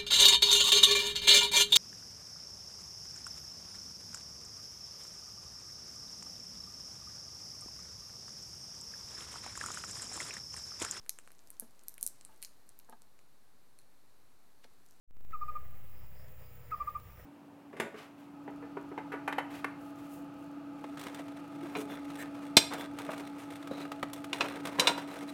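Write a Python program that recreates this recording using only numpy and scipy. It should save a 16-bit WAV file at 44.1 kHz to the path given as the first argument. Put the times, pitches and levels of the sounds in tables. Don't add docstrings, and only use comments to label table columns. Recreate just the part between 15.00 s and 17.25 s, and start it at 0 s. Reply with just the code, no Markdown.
import sys
import numpy as np
from scipy import signal
from scipy.fft import rfft, irfft
from scipy.io import wavfile

SR = 44100
rng = np.random.default_rng(int(sys.argv[2]) if len(sys.argv) > 2 else 0)


def waveform_to_disk(signal):
    frames = np.transpose(np.atleast_2d(signal))
    scaled = np.clip(frames, -1, 1) * 32767
    samples = np.round(scaled).astype(np.int16)
    wavfile.write(sys.argv[1], SR, samples)


N = 99225
T = np.arange(N) / SR

# start/s, length/s, level/dB, settled f/Hz, overshoot/Hz, its peak after start/s, rasp/dB re note
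HOOTS = [(0.325, 0.043, -36, 1196, 107, 0.012, -21), (0.407, 0.037, -33.5, 1205, 15, 0.012, -34),
         (0.476, 0.035, -35, 1207, 25, 0.017, -36), (0.547, 0.033, -34.5, 1194, 16, 0.011, -34),
         (1.712, 0.044, -31.5, 1195, 102, 0.012, -19), (1.797, 0.036, -30.5, 1176, 17.3, 0.018, -31),
         (1.867, 0.032, -30.5, 1193, 16.3, 0.008, -34), (1.945, 0.031, -31.2, 1181, 19, .013, -34)]
# f/Hz, relative level/dB
AIR_SPECTRUM = [(300, -17), (500, -10), (900, 12.5), (1300, 0), (1650, -13), (2100, 6.5), (2600, -6),
                (3400, -18), (6000, -36)]
# f/Hz, relative level/dB
RASP_SPECTRUM = [(400, -18), (900, -12), (1300, -6), (1600, -4), (2050, 2.5), (2400, -13.5), (3000, -25),
                 (6000, -30)]
# t/s, level/dB
TICKS = [(1.2828, -53.5), (1.8963, -57), (1.9986, -51), (2.079, -65)]
# f/Hz, relative level/dB
TICK_SPECTRUM = [(150, 11.5), (500, 5), (1500, -8.5), (4000, -9), (10000, -14), (15000, -29)]
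# centre t/s, length/s, level/dB
RUSTLES = [(.56, 0.23, -67.5), (1.23, 0.19, -68.5), (1.702, 0.1, -64), (1.848, 0.15, -63.5),
           (2.212, 0.061, -62)]
# f/Hz, relative level/dB
RUSTLE_SPECTRUM = [(200, -18.5), (380, -1.5), (540, 8), (800, -3), (1300, -5.5), (1900, -0.5),
                   (2700, -14.5), (4500, -28)]
# f/Hz, relative level/dB
HISS_SPECTRUM = [(3500, -21.5), (6200, -26), (8200, -26.5), (9500, -19), (11200, -28.5), (12300, -19),
                 (13000, -17.5), (13800, -11.5), (15000, -13.5), (15450, 3), (15680, -10.5), (15900, -10)]
# t/s, level/dB
TRILL_LEVELS = [(0, -79.5), (.85, -86.5), (1.3, -80.5), (1.75, -81), (2.25, -85)]
# centre t/s, length/s, level/dB, f/Hz
BUZZES = [(0.46, 0.16, -82, 5060), (1.013, 0.12, -77, 5100), (1.204, 0.088, -74, 5040),
          (1.454, 0.086, -76, 4950), (1.755, 0.24, -78.5, 5020), (2.222, 0.28, -79, 5450)]
# f/Hz, level/dB
HUM_PARTIALS = [(63.5, -59), (94.6, -65), (125, -65)]
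# f/Hz, level/dB
DRONES = [(474, -77.5), (524, -79.5), (620, -79.5), (788, -83), (926, -82.5), (1295, -79)]
# f/Hz, relative level/dB
FLOOR_SPECTRUM = [(20, 0.5), (32, 2.5), (45, -7), (85, -4), (135, -2), (185, -8.5), (240, -16),
                  (350, -18.5), (490, -16.5), (720, -19.5), (1050, -21), (1450, -24), (1900, -22),
                  (2600, -23), (3300, -32), (4200, -43.5), (8000, -42), (16000, -57)]
# t/s, gain/dB
BACKGROUND_GAIN = [(0, -3.5), (.32, -3.5), (.6, -0.5), (1.1, 0), (2.25, 1.5)]
# t/s, drop/share of full gain
FADE_SLIPS = [(.1095, 0.091), (0.169, 0.1), (0.2094, 0.12), (0.2499, 0.17), (0.3103, 0.17)]


def bird(attack_s=.014, release_s=.012, overshoot_width_s=.01, slack_hz=22.2, rasp_s=.0047):
    out, air, grit = np.zeros(N), from_db(-33) * noise(AIR_SPECTRUM), noise(RASP_SPECTRUM)
    waver_hz, waver_gain = 3.1 * drift(140), from_db(.47 * drift(100))
    octave_gain = from_db(-30.5 + 3.5 * drift(350))
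    harmonic_gains = [1, octave_gain, from_db(-54), from_db(-46.5)]
    for start_s, length_s, db, hz, peak_hz, peak_s, rasp_db in HOOTS:
        t = T - start_s
        effort = ease(t / attack_s) * ease((length_s - t) / release_s)
        overshoot_hz = peak_hz * np.exp(-((t - peak_s) / overshoot_width_s) ** 2)
        pitch_hz = hz + overshoot_hz - slack_hz * (1 - effort) + waver_hz
        phase = 2 * np.pi * np.cumsum(pitch_hz * (t > 0)) / SR
        tone = sum(gain * np.sin(k * phase) for k, gain in enumerate(harmonic_gains, 1))
        voice = waver_gain * from_db(-.0039 * overshoot_hz) * tone
        rasp = from_db(rasp_db) * np.exp(-(t / rasp_s) ** 2) * grit
        out += from_db(db) * (effort * (voice + air) + rasp)
    return out


def trunk_echoes(x, first_echo_s=.016, echoes_per_s=990):
    t = T[:SR] - first_echo_s
    response = np.zeros(SR)
    for db, t60_s in ((-14, .3), (-24.5, 1.9)):
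        impulses = rng.choice([-1, 1], SR) * (rng.random(SR) < echoes_per_s / SR)
        decay = (t > 0) * from_db(-60 * t / t60_s)
        response += from_db(db) * rms_one(impulses * decay) / np.sqrt(SR)
    return signal.fftconvolve(x, response)[:N]


def leaves(tick_decay_s=.0035, flutter_db=3.2):
    tick_env = sum(from_db(db) * (T >= s) * np.exp(-np.abs(T - s) / tick_decay_s) for s, db in TICKS)
    ticks = tick_env * noise(TICK_SPECTRUM)
    rustle_env = sum(from_db(db) * swell(s, length_s) for s, length_s, db in RUSTLES)
    return ticks + rustle_env * from_db(flutter_db * drift(73)) * noise(RUSTLE_SPECTRUM)


def insects(hiss_db=-61, flutter_db=1.0):
    hiss = from_db(hiss_db + flutter_db * drift(88)) * noise(HISS_SPECTRUM)
    trill = gain_curve(TRILL_LEVELS) * narrow_noise(hz=7097, width_oct=.044)
    buzzes = sum(from_db(db) * swell(s, length_s) * narrow_noise(hz, width_oct=.073)
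                 for s, length_s, db, hz in BUZZES)
    return hiss + trill + buzzes


def far_surroundings(hum_waver_db=3, drone_sway_db=3.5, floor_db=-59.5, floor_sway_db=1.38):
    hum = 0
    for hz, db in HUM_PARTIALS:
        pitch_hz = hz * (1 + .0389 * drift(11.6))
        phase = 2 * np.pi * np.cumsum(pitch_hz) / SR
        hum += np.sqrt(2) * from_db(db + hum_waver_db * drift(18)) * np.sin(phase)
    drones = sum(from_db(db + drone_sway_db * drift(2.2)) * narrow_noise(hz, width_oct=.028)
                 for hz, db in DRONES)
    floor = from_db(floor_db + floor_sway_db * drift(15.7)) * noise(FLOOR_SPECTRUM)
    return hum + drones + floor


def from_db(db):
    return 10 ** (np.asarray(db) / 20)


def gain_curve(points):
    return from_db(np.interp(T, *np.transpose(points)))


def rms_one(x):
    return x / np.sqrt(np.mean(x ** 2) + 1e-20)


def noise(spectrum):
    hz, db = np.transpose(spectrum)
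    f = np.maximum(np.fft.rfftfreq(N, 1 / SR), 1)
    shape = from_db(np.interp(np.log(f), np.log(hz), db))
    return rms_one(irfft(rfft(rng.standard_normal(N)) * shape, N))


def narrow_noise(hz, width_oct):
    f = np.maximum(np.fft.rfftfreq(N, 1 / SR), 1)
    bell = np.exp(-(np.log2(f / hz) / width_oct / 2) ** 2)
    return rms_one(irfft(rfft(rng.standard_normal(N)) * bell, N))


def drift(rate_hz):
    f = np.fft.rfftfreq(N, 1 / SR)
    lowpass = (f > 0) / (1 + (f / rate_hz) ** 2) ** 2
    return rms_one(irfft(rfft(rng.standard_normal(N)) * lowpass, N))


def swell(centre_s, length_s):
    return np.exp(-2 * ((T - centre_s) / length_s) ** 2)


def ease(u):
    return np.sin(np.pi / 2 * np.clip(u, 0, 1)) ** 2


def scene():
    hoots = bird()
    foreground = hoots + trunk_echoes(hoots) + leaves()
    background = gain_curve(BACKGROUND_GAIN) * (insects() + far_surroundings())
    return (foreground + background)[None]


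def record(dry, settle_s=1.064, fade_start_s=.076, fade_per_s=6.22, cutoff_hz=15880):
    offset = -.031 * np.exp(-(T / settle_s) ** 2)
    slipped = sum(drop * (T >= s) for s, drop in FADE_SLIPS)
    fade = np.clip(fade_per_s * (T - fade_start_s) - slipped, 0, 1)
    lowpass = signal.ellip(12, .1, 80, cutoff_hz, fs=SR, output="sos")
    return signal.sosfilt(lowpass, fade * (dry + offset) + 1e-18)


dry = scene()
out = record(dry)
waveform_to_disk(out)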